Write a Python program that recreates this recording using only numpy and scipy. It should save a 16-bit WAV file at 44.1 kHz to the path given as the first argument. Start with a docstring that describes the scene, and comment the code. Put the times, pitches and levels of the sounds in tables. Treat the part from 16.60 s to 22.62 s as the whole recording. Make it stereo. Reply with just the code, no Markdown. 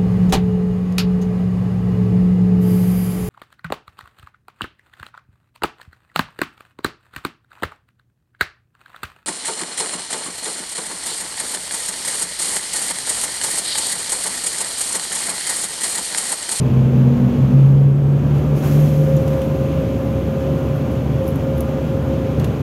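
"""Inside a city bus

Heard by a closed window, the bus gathers speed with a booming drone, then cruises with an axle whine.
Engine, driveline and gears sound at orders (fixed multiples) of the shaft rate, over tyre rumble.
A faint turbo whistles, compressed air sighs out once, and loose trim ticks over the bumps."""
import sys
import numpy as np
from scipy import signal
from scipy.fft import rfft, irfft, next_fast_len
from scipy.io import wavfile

SR = 44100
rng = np.random.default_rng(int(sys.argv[2]) if len(sys.argv) > 2 else 0)


def dump(signal):
    """Clip the signal to [-1, 1] and save it as 16-bit WAV at the path in sys.argv[1]."""
    limited = np.clip(np.atleast_2d(signal).T, -1, 1)
    pcm = np.round(limited * 32767).astype(np.int16)
    wavfile.write(sys.argv[1], SR, pcm)


N = 265482
TIME = np.arange(N) / SR
FFT_SIZE = next_fast_len(N, True)
FREQS = np.maximum(np.fft.rfftfreq(FFT_SIZE, 1 / SR), 1)


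def boom(turns):
    """Forced vibration: under load a belt-driven fan or compressor shakes the body panels and the cabin air
    booms."""
    # Envelopes of the boom and the drone. Each row: time in seconds, relative level in dB.
    boom_curve = [(0.02, -20.5), (0.04, -16), (0.53, -12.5), (0.56, -20), (0.65, -14), (0.7, -35),
                  (0.83, -9), (0.9, -23.5), (0.96, -7.5), (1.99, -19), (2.24, -9), (2.34, -24),
                  (2.39, -12.5), (2.52, -22), (2.54, -14.5), (2.7, -29.5)]
    drone_curve = [(0.0, -43), (0.068, -25.5), (0.616, -18), (0.82, -22.5), (0.84, -31.5), (0.934, -14.5),
                   (1.02, -41.5)]
    boom_order, drone_order = 4.45, 8  # the drone lies an octave under the axle whine
    boom_db = fading(boom_curve, fade_db_per_s=60, rest_db=-35.5) - 0.5
    drone_db = fading(drone_curve, fade_db_per_s=10, rest_db=-37.5) + 0.9
    boom_gain = wavering(boom_db, swing_db=.5, rate_hz=6)
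    low = tone(boom_order * turns, rough=0.035, flutter_hz=14, pan_db=1.1)
    drone = tone(drone_order * turns, rough=.08, flutter_hz=13, spread=.2, pan_db=-0.4)
    return boom_gain * low + from_db(drone_db) * drone


def engine(turns, load, lull):
    """Periodic excitation: four diesel cylinders fire twice a turn, giving harmonics and pulsed clatter."""
    # Engine harmonics. Each entry: multiple of the crank rate; its level in dB pulling; and cruising.
    orders = [1, 2, 4, 6, 8, 14, 16, 34]
    pulling_db = [-42, -34, -30, -24, -31.5, -67, -37, -52.5]
    cruising_db = [-59.5, -28.5, -27.5, -41, -51, -34.5, -51.5, -64]
    # Clatter spectrum. Each row: frequency in Hz, relative density in dB.
    clatter_colour = [(1000, -18), (1900, -1.5), (2450, 1), (3300, -2), (3800, -7.5), (5400, -13),
                      (6100, -11.5), (6750, -13), (7100, -13.5), (8500, -18.5), (11000, -27),
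                      (16000, -33.5)]
    crank = 1.075 * turns
    hum = 0
    for order, pulling, cruising in zip(orders, pulling_db, cruising_db):
        gain = from_db(load * pulling + (1 - load) * cruising)
        hum += gain * tone(order * crank, rough=.2, flutter_hz=8.1, spread=0.14, pan_db=3.0)
    firing = 1 + 0.051 * np.cos(4 * np.pi * crank) + 0.027 * np.cos(2 * np.pi * crank)
    clatter = wavering(-43 - 0.66 * load, swing_db=0.68, rate_hz=4) * firing * cabin_noise(clatter_colour)
    return lull * (hum + clatter)


def gears(turns, load, lull):
    """Gear meshing: the axle sings at tooth count times shaft rate, over a cluster of weaker lines."""
    # Envelope of the axle whine. Each row: time in seconds, relative level in dB.
    whine_curve = [(0.05, -36.5), (0.48, -30.5), (0.89, -46), (0.94, -35), (1.43, -41), (2.46, -22.5),
                   (4.39, -29.5), (4.5, -45), (4.62, -22), (4.72, -24.5), (4.75, -38), (4.9, -24),
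                   (5.0, -28), (5.67, -26), (5.72, -33), (5.95, -35.5)]
    # Lines of gears and belt-driven parts. Each entry: multiple of the shaft rate; relative level in dB.
    orders = [5.73, 6.6, 7.15, 8.25, 10, 11.44, 13.1, 17.9, 19, 21, 22.9, 24, 27.9, 30, 30.75, 32, 33.3, 35,
              36.5, 42.08]
    levels_db = [-53.5, -36, -35, -36.5, -42, -42, -42.5, -44, -51.5, -54, -54, -56, -56, -56.5, -48.5, -59,
                 -70, -50.5, -53, -50]
    teeth = 16
    twist = .07 * drift(5)  # cycles: the shaft winds and unwinds, so the note wavers
    whine = tone(teeth * turns + twist, rough=0.22, flutter_hz=8.9, spread=1.23, pan_db=-2.5)
    cluster = 0
    for k, (order, db) in enumerate(zip(orders, levels_db)):
        spread = 0.046 * order * (-1) ** k  # shorter waves reach left and right further out of step
        cluster += from_db(db) * tone(order * turns, rough=0.23, flutter_hz=2.8, spread=spread, pan_db=2)
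    # teeth pressed together under load sing and chatter less
    whine_gain = from_db(in_time(whine_curve) + 2.07 - 2.5 * load)
    cluster_gain = lull * from_db(0.16 - 1.1 * load)
    return whine_gain * whine + cluster_gain * cluster


def road(lull):
    """Transmission and resonance: tyres rumble via the floor, stir a cabin mode and roar through glass."""
    # Tyre noise spectra. Each row: frequency in Hz, relative density in dB.
    rumble_colour = [(20, -37.5), (40, -26.5), (56, -26.5), (68, -3), (95, -0.5), (115, -3.5), (165, -1.5),
                     (190, -5), (270, -3), (340, -5), (440, -5), (490, -10), (580, -9), (680, -22),
                     (1200, -67.5)]
    roar_colour = [(300, -12), (550, -1), (760, 1), (900, -2.5), (1150, -4), (1400, -6.5), (1650, -9),
                   (2000, -19), (3500, -30.5)]
    # Rough patches of road. Each row: start in seconds, peak level in dB.
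    rough_patches = [(2.01, -36.5), (2.7, -42), (4.24, -48), (5.78, -41.5)]
    cabin_mode = rms_one(resonate(cabin_noise(rumble_colour), hz=133.0, width_hz=29))
    rumble = from_db(-24.5) * cabin_noise(rumble_colour) + from_db(-23.5) * cabin_mode
    surges = blows(rough_patches, rise_s=0.023, t60=0.4, tail_db=-25, tail_t60=.8)
    roar = (wavering(-35, swing_db=0.75, rate_hz=3.3) + surges) * cabin_noise(roar_colour)
    return lull ** 0.44 * rumble + lull * roar


def rattles():
    """Damped impacts: bumps thud through the body, the window knocks, loose trim ticks and buzzes."""
    # Blows to trim, window and wheels. Each row: start in seconds, relative peak level in dB.
    trim_ticks = [(2.564, -40), (4.667, -40), (4.677, -32), (4.686, -41), (4.704, -43), (4.757, -35),
                  (4.979, -39), (5.005, -25)]
    trim_buzzes = [(4.148, -50), (4.305, -51), (4.96, -51)]
    window_knocks = [(1.78, -39), (2.564, -36), (2.677, -30), (2.73, -37), (2.815, -30), (4.313, -40),
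                     (5.796, -29), (5.842, -25.5)]
    wheel_bumps = [(3.22, -22), (5.766, -14.5), (5.872, -23.5)]
    # Their spectra. Each row: frequency in Hz, relative density in dB.
    trim_colour = [(2000, -26), (5500, -8), (8500, -10), (10200, 2), (13000, -3), (14500, -6), (16000, -15)]
    knock_colour = [(300, 11), (1800, 0), (3300, 3.5), (5000, -5), (9000, -5), (12000, -8.5), (16000, -12)]
    bump_colour = [(40, -33), (80, 0), (130, 8.5), (240, -1), (600, -10), (1200, -44), (3000, -59)]
    faint_ticks = [(start_s, -48) for start_s in rng.uniform(4.6, 4.7, 6)]
    ticks = blows(trim_ticks + faint_ticks, rise_s=.003, t60=.009, tail_db=-37, tail_t60=.12)
    buzzes = blows(trim_buzzes, rise_s=0.011, t60=0.15, tail_db=-30, tail_t60=.2)
    knocks = blows(window_knocks, rise_s=.002, t60=.028, tail_db=-19, tail_t60=.25)
    bumps = blows(wheel_bumps, rise_s=0.012, t60=0.25, tail_db=-11, tail_t60=.35)
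    trim = (ticks + buzzes) * cabin_noise(trim_colour) * from_db([[0], [-4]])  # to the left
    return trim + knocks * cabin_noise(knock_colour) + bumps * cabin_noise(bump_colour)


def air_valve(lull):
    """Jet noise: compressed air blows off in stages and dies away to a faint steady hiss."""
    # Puffs as the valve opens. Each row: start in seconds, peak level in dB.
    puffs = [(1.73, -52), (1.945, -42), (2.02, -39)]
    # Hiss spectrum. Each row: frequency in Hz, relative density in dB.
    hiss_colour = [(500, -14), (1200, 2), (2500, 4), (4500, -2.5), (6400, 0.5), (7500, -1), (9500, -2),
                   (12500, -1), (16000, -5)]
    flow = blows(puffs, rise_s=0.017, t60=1.8, tail_db=-14.5, tail_t60=21) + lull * from_db(-65)
    return flow * wavering(0, swing_db=.5, rate_hz=25) * cabin_noise(hiss_colour)


def fittings():
    """Free vibration: each loose metal part rings at its own natural frequency."""
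    # Clinks. Each row: start in seconds, frequency in Hz, peak level in dB, 60 dB decay time in seconds.
    clinks = [(2.47, 7400, -58, .25), (2.564, 5940, -43, 0.031), (2.566, 6850, -45, 0.028),
              (5.945, 2900, -51, .05)]
    out = 0
    for start_s, hz, db, t60 in clinks:
        envelope = blows([(start_s, db)], rise_s=0.0049, t60=t60, tail_db=-30, tail_t60=.1)
        out += envelope * tone(hz * TIME, rough=0.85, flutter_hz=84, spread=1.0)
    return out


def turbo():
    """Rotor tone: a thin whistle climbs as boost builds and fades once the bus is up to speed."""
    start_hz, rise_hz_per_s, top_hz = 6480, 930, 7950
    hz = np.minimum(start_hz + rise_hz_per_s * TIME, top_hz)
    gain = hump(middle_s=1.3, width_s=.9) * wavering(-66.5, swing_db=2.0, rate_hz=4)
    return gain * tone(np.cumsum(hz) / SR, rough=1.3, flutter_hz=70, spread=1.1, pan_db=7.5)


def cabin_noise(colour):
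    """Diffuse field: unit-power noise, alike left and right in the bass, unrelated in the treble."""
    # Coherence of the cabin field. Each row: frequency in Hz, left-right correlation.
    coherence = [(60, 1), (130, 1), (290, 0.86), (450, 0.56), (700, 0.32), (1400, 0), (16000, 0)]
    alike, gain = over_hz(coherence), from_db(over_hz(colour))
    mid = filtered(rng.standard_normal(N), gain * np.sqrt(1 + alike))
    side = filtered(rng.standard_normal(N), gain * np.sqrt(1 - alike))
    return rms_one(np.array([mid + side, mid - side]))


def tone(cycles, rough, flutter_hz, spread=0, pan_db=0):
    """Random modulation: a line flutters in level and phase; left and right are spread radians apart."""
    flutter = 1 + rough * (drift(flutter_hz) + 1j * drift(flutter_hz))
    line = flutter * np.exp(2j * np.pi * (cycles + rng.random()))
    sides = np.array([[.5], [-.5]])
    return rms_one(np.real(line * np.exp(1j * spread * sides)) * from_db(pan_db * sides))


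def resonate(x, hz, width_hz):
    """Resonance of one mode, with unit gain at its peak."""
    r = np.exp(-np.pi * width_hz / SR)
    feedback = [1, -2 * r * np.cos(2 * np.pi * hz / SR), r * r]
    return signal.lfilter(np.array([1, 0, -1]) * (1 - r * r) / 2, feedback, x)


def blows(events, rise_s, t60, tail_db, tail_t60):
    """Double-slope decay: each event's envelope rises, then falls with a faint tail."""
    out = np.zeros(N)
    for start_s, db in events:
        start = int(start_s * SR)
        age = TIME[:N - start]
        fall = from_db(-60 * age / t60) + from_db(tail_db - 60 * age / tail_t60)
        shape = (1 - np.exp(-(age / rise_s) ** 2)) * fall
        out[start:] += from_db(db) * shape / shape.max()
    return out


def fading(rows, fade_db_per_s, rest_db):
    """A dB curve that decays to a resting level after its last point."""
    end_s, end_db = rows[-1]
    sunk = np.maximum(end_db - fade_db_per_s * (TIME - end_s), rest_db)
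    return np.where(TIME < end_s, in_time(rows), sunk)


def wavering(level_db, swing_db, rate_hz):
    """A gain that wanders about its level."""
    return from_db(level_db + swing_db * drift(rate_hz))


def drift(rate_hz):
    """Low-passed noise: a slow random wander of unit power."""
    hop, settle = 40, 2000
    r = np.exp(-2 * np.pi * hop * rate_hz / SR)
    noise = rng.standard_normal(N // hop + settle + 2)
    slow = signal.lfilter([1], [1, -2 * r, r * r], noise)[settle:]
    return np.interp(np.arange(N) / hop, np.arange(len(slow)), rms_one(slow))


def hump(middle_s, width_s):
    """A Gaussian rise to 1 and fall."""
    return np.exp(-((TIME - middle_s) / width_s) ** 2)


def in_time(rows):
    """A curve at every sample."""
    return np.interp(TIME, *np.transpose(rows))


def over_hz(rows):
    """A spectrum table at every frequency."""
    hz, value = np.transpose(rows)
    return np.interp(np.log(FREQS), np.log(hz), value)


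def filtered(x, gain):
    """Apply a gain per frequency."""
    return irfft(rfft(x, FFT_SIZE) * gain, FFT_SIZE)[..., :N]


def from_db(db):
    """Decibels to gain."""
    return 10 ** (np.asarray(db) / 20)


def rms_one(x):
    """Scale to unit power."""
    return x / np.sqrt(np.mean(x ** 2) + 1e-20)


def scene():
    """Superposition: the sources add in the cabin, with engine, boom and gears locked to the shaft."""
    # Drive shaft speed. Each row: time in seconds, turns per second.
    shaft_speed = [(0.0, 28.81), (0.6, 29.86), (1.6, 31.97), (1.9, 32.72), (2.2, 33.19), (3.2, 33.52),
                   (4.7, 33.39), (5.5, 33.48), (6.02, 33.12)]
    # Throttle. Each row: time in seconds, load from 0 to 1.
    throttle = [(0, 0.76), (.5, 1), (1.3, 0.91), (1.7, 0.54), (2.2, 0.77), (2.7, 0.37), (6.02, 0.17)]
    turns = np.cumsum(in_time(shaft_speed)) / SR
    load = in_time(throttle)
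    lull = from_db(-4.5 * hump(middle_s=1.346, width_s=0.23))  # the cabin noise sinks once and recovers
    drive = engine(turns, load, lull) + turbo() + boom(turns) + gears(turns, load, lull)
    return drive + road(lull) + air_valve(lull) + rattles() + fittings()


def record(dry):
    """Filtering and saturation: two microphone ports colour the sound, peaks round off, the top is cut."""
    # Port responses, the left ringing in the high treble. Each row: frequency in Hz, gain in dB.
    left_port = [(80, 0.17), (400, -1.5), (700, -0.14), (1300, -2), (2200, 1.5), (6500, -2), (8500, -6),
                 (10000, 0), (11400, 3), (11800, 7.5), (13000, 4), (14500, -1), (16000, 0)]
    right_port = [(80, 2.46), (400, 0.73), (700, 0.5), (1300, 1), (2200, 0.5), (5500, 0.5), (6750, 2.5),
                  (7100, -1), (8500, -4), (11300, -12), (11800, -8.5), (16000, -12.5)]
    headroom, cutoff_hz, fade_s = .8, 15750, .003
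    picked_up = filtered(dry, from_db([over_hz(left_port), over_hz(right_port)]))
    rounded = picked_up / (1 + (picked_up / headroom) ** 8) ** (1 / 8)
    low_pass = 1 / np.sqrt(1 + (FREQS / cutoff_hz) ** 800)
    soft_ends = np.minimum(1, np.minimum(TIME, TIME[::-1]) / fade_s)
    return filtered(rounded * soft_ends, low_pass)


dry = scene()
out = record(dry)
dump(out)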